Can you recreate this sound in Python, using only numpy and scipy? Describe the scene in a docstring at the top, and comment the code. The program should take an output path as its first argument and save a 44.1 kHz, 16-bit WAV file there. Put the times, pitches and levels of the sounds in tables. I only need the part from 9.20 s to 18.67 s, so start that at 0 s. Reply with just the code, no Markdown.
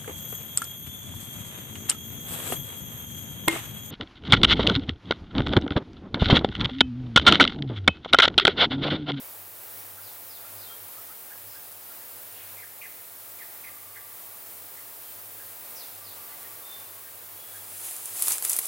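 """Even hiss over a far low drone, and small birds calling: a quiet wood by day.
Birds are gliding sines, scattered by random echoes off the trunks; the air is coloured noise.
The drone is a low sine beating with a narrow band of noise at the same pitch.
Leaves stir faintly throughout; late on something brushes through them close by, a swelling rustle
built from noise and tiny crackles, with a few sharp snaps of ringing noise."""
import sys
import numpy as np
from scipy import signal
from scipy.fft import rfft, irfft
from scipy.io import wavfile

SR = 44100
rng = np.random.default_rng(int(sys.argv[2]) if len(sys.argv) > 2 else 0)


def master(y):
    """Save y as 16-bit WAV."""
    cut = np.clip(np.atleast_2d(y).T, -1, 1)
    pcm = np.round(cut * 32767)  # scale
    wavfile.write(sys.argv[1], SR, pcm.astype(np.int16))


N = 417627
TIME = np.arange(N) / SR   # s
BINS = np.maximum(np.arange(N // 2 + 1) * SR / N, 1)   # Hz


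def from_db(db):
    """Decibels to gain."""
    return 10 ** (np.asarray(db) / 20)


def rms_one(x):
    """Scale to unit power."""
    return x / np.sqrt(np.mean(x ** 2) + 1e-20)


def in_time(rows):
    """Each column of a curve at every sample."""
    s, *columns = np.transpose(rows)
    return [np.interp(TIME, s, column) for column in columns]


def over_bins(points):
    """A table over frequency, read on a log-frequency axis."""
    hz, value = np.transpose(points)
    return np.interp(np.log(BINS), np.log(hz), value)


def drift(rate, size=N):
    """Random wander: normal knots, rate per second, joined by straight lines."""
    knots = rng.standard_normal(size // 20 + 2)
    return np.interp(np.arange(size) * rate / SR, np.arange(len(knots)), knots)


def colour(x, spectrum):
    """Shape a signal with a spectrum, then scale it to unit power."""
    return rms_one(irfft(rfft(x) * from_db(over_bins(spectrum)), N))


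def resonate(x, hz, width_hz):
    """A two-pole resonance with about unit gain at its peak."""
    r = np.exp(-np.pi * width_hz / SR)
    top = np.array([1, 0, -1]) * (1 - r * r) / 2
    bottom = [1, -2 * r * np.cos(2 * np.pi * hz / SR), r * r]
    return signal.lfilter(top, bottom, x + 1e-18)


def add(out, s, sound):
    """Mix a sound in at time s."""
    at = int(s * SR)
    out[..., at:at + sound.shape[-1]] += sound[..., :max(N - at, 0)]


# Stereo width of the diffuse field: [f/Hz, left-right likeness 0 to 1]
STEREO_LIKENESS = [(60, 0.58), (100, 0.75), (160, 0.67), (300, 0.4), (640, 0.23), (1410, 0.22),
                   (3100, 0.48), (6000, 0.83), (9000, 0.93), (13000, 0.95), (15500, 0.99)]


def spread(mid, side):
    """Two unrelated signals become a diffuse stereo field: the more alike the ears, the less side."""
    alike = np.clip(over_bins(STEREO_LIKENESS), 0, 1)
    m = irfft(rfft(mid) * np.sqrt((1 + alike) / 2), N)
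    s = irfft(rfft(side) * np.sqrt((1 - alike) / 2), N)
    return np.array([m + s, m - s])


def birds(shade_hz=3200, direct_db=-1, foliage_db=-3, wood_db=-4, far_db=0):
    """Leaves shade the direct treble, so high notes arrive mostly scattered; far calls are all echo."""
    near = sing(bird_notes(), rasp_rate=700, bend=1.5)
    direct = signal.sosfilt(signal.butter(2, shade_hz, fs=SR, output="sos"), near)
    treble = signal.sosfilt(signal.butter(1, 2000, "high", fs=SR, output="sos"), near)
    foliage = trunks(treble, t60=.35, echoes_per_s=2500)
    wood = trunks(near, t60=.8, echoes_per_s=1500)
    far = trunks(far_calls(), t60=0.93, echoes_per_s=1500)
    near_mix = from_db(direct_db) * direct + from_db(foliage_db) * foliage + from_db(wood_db) * wood
    return near_mix + from_db(far_db) * far


# Bird tables: levels are those of the dry call, before shading and echoes.
# Nearest bird, "tee-chup", a falling lead-in and a lower note:
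# [t/s, lead-in length/s, lower note f/Hz, lead-in level/dB, lower note level/dB]
TEE_CHUPS = [(3.361, .055, 1954, -47, -44.5), (3.612, 0.02, 2065, -38.5, -42),
             (4.188, 0.014, 1904, -50, -43), (4.436, .022, 2050, -43.5, -43),
             (4.738, 0.015, 1924, -51, -43)]
CHUP_S, CHUP_FALL, CHUP_RASP, LEAD_RATIO = .038, .11, .08, 1.16   # fall, rasp: shares of the pitch
# High bird slurring down to the same low note each time: [t/s, start f/Hz, level/dB]
DOWN_SLURS = [(0.81, 5530, -50.5), (1.08, 5730, -48.5), (1.375, 5340, -48), (6.545, 6350, -44.5),
              (6.825, 5410, -48)]
SLUR_S, SLUR_END_HZ, SLUR_RASP = .104, 3370, 0.0223
# Low bird, short raspy upward flicks: [t/s, middle f/Hz, level/dB]
RASPY_YIPS = [(0.765, 1430, -49), (1.235, 1320, -50), (1.495, 1300, -50), (1.765, 1260, -52),
              (1.89, 1300, -49.5), (2.099, 1590, -46.5), (2.335, 1430, -50), (2.69, 1350, -53),
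              (5.56, 1950, -51), (6.19, 1600, -50.5), (7.235, 1820, -50.5), (7.85, 1630, -53),
              (8.335, 1600, -51)]
YIP_S, YIP_RISE, YIP_RASP = 0.04, 0.15, 0.087   # rise, rasp: shares of the pitch
# Thin whistles on a level pitch: [t/s, length/s, f/Hz, level/dB]
THIN_WHISTLES = [(1.472, 0.075, 3220, -51), (5.82, 0.073, 3155, -61), (7.102, 0.049, 2015, -53),
                 (7.413, 0.07, 3600, -55), (7.482, 0.11, 3570, -47)]
WHISTLE_RASP = 0.012
# Faint lisping notes high in the canopy: [t/s, length/s, f/Hz, level/dB]
CANOPY_LISPS = [(0.576, 0.022, 5830, -52), (2.27, .094, 5060, -53)]
LISP_RASP = 0.058
# Faint trill on one pitch: [t/s, f/Hz, level/dB]
FAINT_TRILLS = [(8.16, 3360, -52.5)]
TRILL_PERIOD_S, TRILL_NOTE_S = .042, .032
# Hoarse scolding, falling in pitch: [t/s, length/s, start f/Hz, end f/Hz, level/dB]
HOARSE_SCOLDS = [(3.127, 0.16, 3510, 2110, -51)]
SCOLD_RASP = .33


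def bird_notes(trill_beats=6):
    """Each bird's habit as notes: (t/s, length/s, start f/Hz, end f/Hz, level/dB, rasp share)."""
    notes = []
    for s, lead_s, hz, lead_db, db in TEE_CHUPS:
        top, bottom = hz * (1 + CHUP_FALL / 2), hz * (1 - CHUP_FALL / 2)
        notes.append((s, lead_s, LEAD_RATIO * top, LEAD_RATIO * bottom, lead_db, CHUP_RASP))
        notes.append((s + lead_s, CHUP_S, top, bottom, db, CHUP_RASP))
    for s, hz, db in DOWN_SLURS:
        notes.append((s, SLUR_S, hz, SLUR_END_HZ, db, SLUR_RASP))
    for s, hz, db in RASPY_YIPS:
        notes.append((s, YIP_S, hz * (1 - YIP_RISE / 2), hz * (1 + YIP_RISE / 2), db, YIP_RASP))
    for s, length, hz, db in THIN_WHISTLES:
        notes.append((s, length, hz, hz, db, WHISTLE_RASP))
    for s, length, hz, db in CANOPY_LISPS:
        notes.append((s, length, hz, hz, db, LISP_RASP))
    for s, hz, db in FAINT_TRILLS:
        for k in range(trill_beats):
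            notes.append((s + k * TRILL_PERIOD_S, TRILL_NOTE_S, hz, hz, db, WHISTLE_RASP))
    for s, length, start_hz, end_hz, db in HOARSE_SCOLDS:
        notes.append((s, length, start_hz, end_hz, db, SCOLD_RASP))
    return notes


def sing(notes, rasp_rate, bend):
    """Sine notes that glide fast at first, then settle; a quick pitch flutter makes some raspy."""
    out = np.zeros(N)
    for s, length, start_hz, end_hz, level_db, rasp in notes:
        u = np.linspace(0, 1, int(length * SR))
        flutter = drift(rasp_rate, size=SR)[:len(u)]
        glide = end_hz + (start_hz - end_hz) * (1 - u) ** bend
        effort = glide / np.mean(glide)   # a note weakens as its pitch falls
        swell = np.sqrt(np.abs(np.sin(np.pi * u))) * effort ** 2
        phase = 2 * np.pi * np.cumsum(glide * (1 + rasp * flutter)) / SR
        add(out, s, from_db(level_db) * swell * np.sin(phase))
    return out


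# Long calls from deep in the wood: [t/s, length/s, level/dB at the opening accent]
DEEP_CALLS = [(4.37, 0.78, -51.5), (6.76, 1.08, -51.5)]
FAR_HZ, FAR_SAG_HZ_PER_S, FAR_RASP = 1190, 90, .024
FAR_ATTACK_S, FAR_ACCENT_S, FAR_HOLD_DB = .03, .17, -7.5   # hold is relative to the accent


def far_calls(rasp_rate=200):
    """Each call opens with an accent, then holds softly while its pitch sags."""
    out = np.zeros(N)
    for s, length, level_db in DEEP_CALLS:
        t = TIME[:int(length * SR)]
        hz = (FAR_HZ - FAR_SAG_HZ_PER_S * t) * (1 + FAR_RASP * drift(rasp_rate)[:len(t)])
        edges = np.minimum(np.minimum(t, length - t) / FAR_ATTACK_S, 1)
        accent_db = FAR_HOLD_DB * (1 - np.exp(-(t / FAR_ACCENT_S) ** 2))
        tone = np.sin(2 * np.pi * np.cumsum(hz) / SR)
        add(out, s, edges * from_db(level_db + accent_db) * tone)
    return out


def trunks(x, t60, echoes_per_s):
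    """Trunks and foliage return many small echoes that die away; together as strong as the call."""
    hits = rng.random((2, N)) < echoes_per_s / SR
    echoes = rng.standard_normal((2, N)) * hits * from_db(-60 * TIME / t60)
    response = spread(*echoes)[:, :2 * SR]
    response /= np.sqrt(np.sum(response ** 2) / 2)
    return signal.fftconvolve(x[None], response, axes=1)[:, :N]


# How hard the leaves are moved, faint stir to close brushing: [t/s, swish and crinkle level/dB]
LEAF_PRESSURE = [(0, -54), (8.25, -51), (8.37, -44), (8.43, -46.5), (8.6, -39.5), (8.66, -35), (8.8, -39.5),
                 (8.94, -38), (8.97, -32.5), (9.03, -29.5), (9.125, -24.5), (9.19, -37.5), (9.22, -38.5),
                 (9.25, -28.5), (9.275, -32.5), (9.31, -28), (9.4, -34.5), (9.47, -32.5)]
# Bright spectrum of leaf edges: [f/Hz, relative level/dB per Hz]
LEAF_SPECTRUM = [(2000, -31), (3500, -18.5), (5800, -14.5), (7100, -8), (9900, -1), (12000, -4.5),
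                 (14300, -9), (15800, -9)]
# Duller spectrum of the litter giving way: [f/Hz, relative level/dB per Hz]
LITTER_SPECTRUM = [(88, -51), (150, -30), (354, -1), (557, -6), (667, 0), (1330, -0.5), (1550, -4.5),
                   (2290, 0.5), (5500, -6.5), (7150, -10), (12100, -120)]
CRUNCH_DB, CRUNCH_GROWTH = -40.5, 0.98   # level at the breaking point; dB per dB of pressure


def rustle(breaking_db=-27, splinter_db=-9, splinters_per_s=90):
    """A light touch swishes; pressure makes leaf edges crinkle and the litter crunch."""
    pressure_db, = in_time(LEAF_PRESSURE)
    brittle = .75 / (1 + from_db(breaking_db - pressure_db))   # crinkle's share of the power
    swish = colour(spread(*rng.standard_normal((2, N))), LEAF_SPECTRUM)
    crinkle = colour(spread(*crackles(per_s=2400, size_db=4.0, ring_s=.0007)), LEAF_SPECTRUM)
    splinters = colour(spread(*crackles(splinters_per_s, size_db=5.0, ring_s=.0012)), LEAF_SPECTRUM)
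    crunch = colour(spread(*crackles(per_s=900, size_db=1.5, ring_s=0.0048)), LITTER_SPECTRUM)
    leaves = np.sqrt(1 - brittle) * swish + np.sqrt(brittle) * crinkle
    leaves += from_db(splinter_db) * splinters
    crunch_db = CRUNCH_DB + CRUNCH_GROWTH * (pressure_db - breaking_db)
    return from_db(pressure_db) * leaves + from_db(crunch_db) * crunch


def crackles(per_s, size_db, ring_s):
    """Many tiny fractures of uneven size, each a noise burst that dies at once; mid and side."""
    happens = rng.random(N) < per_s / SR
    sizes = happens * from_db(size_db * np.minimum(rng.exponential(1, N), 4))
    power = signal.lfilter([1], [1, -np.exp(-2 / (ring_s * SR))], sizes ** 2 + 1e-18)
    return np.sqrt(power) * rng.standard_normal((2, N))


# Loudest leaves and stalks snapping: [t/s, crack gain/dB, ring f/Hz, knock gain/dB]
LEAF_SNAPS = [(8.857, -24, 9800, -48), (9.023, -10, 10400, -33), (9.082, -11.5, 10400, -29),
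              (9.121, -18, 7950, -38), (9.182, -23, 9300, -33), (9.2244, -21, 10700, -32.5),
              (9.2499, -13.5, 10600, -30), (9.296, -14, 11000, -49), (9.307, -23, 10500, -42),
              (9.3173, -22, 8500, -41), (9.3314, -15, 8300, -45), (9.365, -16.5, 10600, -46),
              (9.3883, -13.5, 11000, -26.5)]


def snaps(crack_s=0.00091, tail_s=0.0099, tail_db=-12, width_hz=3800, knock_s=0.0024, side_db=-15):
    """A snap is a bright crack with a short ring, over the duller knock of the stalk."""
    out, t = np.zeros((2, N)), TIME[:SR // 20]
    dull = signal.butter(2, [450, 5500], "band", fs=SR, output="sos")
    for s, crack_db, hz, knock_db in LEAF_SNAPS:
        bright, low = rng.choice([-1., 1.], (2, 2, len(t)))   # random signs, mid and side
        crack = rms_one(resonate(resonate(bright, hz, width_hz), hz, 2 * width_hz))
        crack *= np.exp(-t / crack_s) + from_db(tail_db) * np.exp(-t / tail_s)
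        knock = 2 * signal.sosfilt(dull, low * np.exp(-t / knock_s))
        mid, side = from_db(crack_db) * crack + from_db(knock_db) * knock
        add(out, s, mid + from_db(side_db) * side * np.array([[1], [-1]]))
    return out


# Uneven level of the far engine-like drone: [t/s, level/dB before the steady and scattered shares]
DRONE_LEVEL = [(0, -70), (0.85, -59.5), (1.15, -69), (1.4, -61), (2.0, -68.5), (2.3, -58), (2.5, -68.5),
               (3.4, -64.5), (3.9, -73), (4.6, -69.5), (5.1, -64), (5.45, -69), (6.25, -64.5), (7.1, -67.5),
               (8.25, -64.5), (8.9, -65.5), (9.47, -71)]
DRONE_HZ = 99.4


def drone(steady_db=-2, scattered_db=-4.5, scatter_hz=8):
    """One low tone and its scattered copy, which beat together into an uneven throb."""
    level_db, = in_time(DRONE_LEVEL)
    tone = np.sqrt(2) * np.sin(2 * np.pi * DRONE_HZ * TIME)
    narrow = resonate(rng.standard_normal(N), DRONE_HZ, scatter_hz)
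    scattered = rms_one(resonate(narrow, DRONE_HZ, 2 * scatter_hz))
    return from_db(level_db) * (from_db(steady_db) * tone + from_db(scattered_db) * scattered)


# Still air of the wood: [f/Hz, relative level/dB per Hz]
AIR_SPECTRUM = [(76, -48), (140, -14.5), (228, -11.2), (350, -6.8), (520, -3.8), (730, -3.3), (950, -4.8),
                (1350, -6.4), (1900, -8.5), (3000, -11.6), (6600, -13.4), (10000, -7.4), (13300, -1.2),
                (15600, 1)]
AIR_DB = -39
# Faint rumble under it: [f/Hz, relative level/dB per Hz]
RUMBLE_SPECTRUM = [(25, -27), (45, -10), (70, 1), (110, 18), (150, -5), (220, -45)]
# Slow swell of the distant wash: [t/s, gain/dB on the air below the wash corner]
WASH_SWELL = [(0, 1), (2.2, 0.9), (4, 0.6), (4.7, 0.9), (5.4, 0.3), (6.2, 0), (6.9, 2), (9.47, 0.6)]


def air(waver_db=0.85, rumble_db=-72, wash_hz=6000):
    """Even hiss on top; below it a soft wash of distant sound that swells slowly, and a rumble."""
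    swell_db, = in_time(WASH_SWELL)
    hiss = colour(spread(*rng.standard_normal((2, N))), AIR_SPECTRUM)
    hiss = hiss * from_db(AIR_DB + waver_db * drift(6.6))
    wash = irfft(rfft(hiss) / (1 + (BINS / wash_hz) ** 4), N)
    rumble = colour(spread(*rng.standard_normal((2, N))), RUMBLE_SPECTRUM)
    return hiss + (from_db(swell_db) - 1) * wash + from_db(rumble_db) * rumble


def scene():
    """The wood, with the leaves close to the microphone."""
    return birds() + rustle() + snaps() + drone() + air()


def record(dry, bass_hz=30, cutoff_hz=15800):
    """Deep bass is rolled off and the top is cut steeply."""
    thinned = signal.sosfilt(signal.butter(2, bass_hz, "high", fs=SR, output="sos"), dry)
    return signal.sosfilt(signal.ellip(12, .1, 80, cutoff_hz, fs=SR, output="sos"), thinned)


dry = scene()
out = record(dry)
master(out)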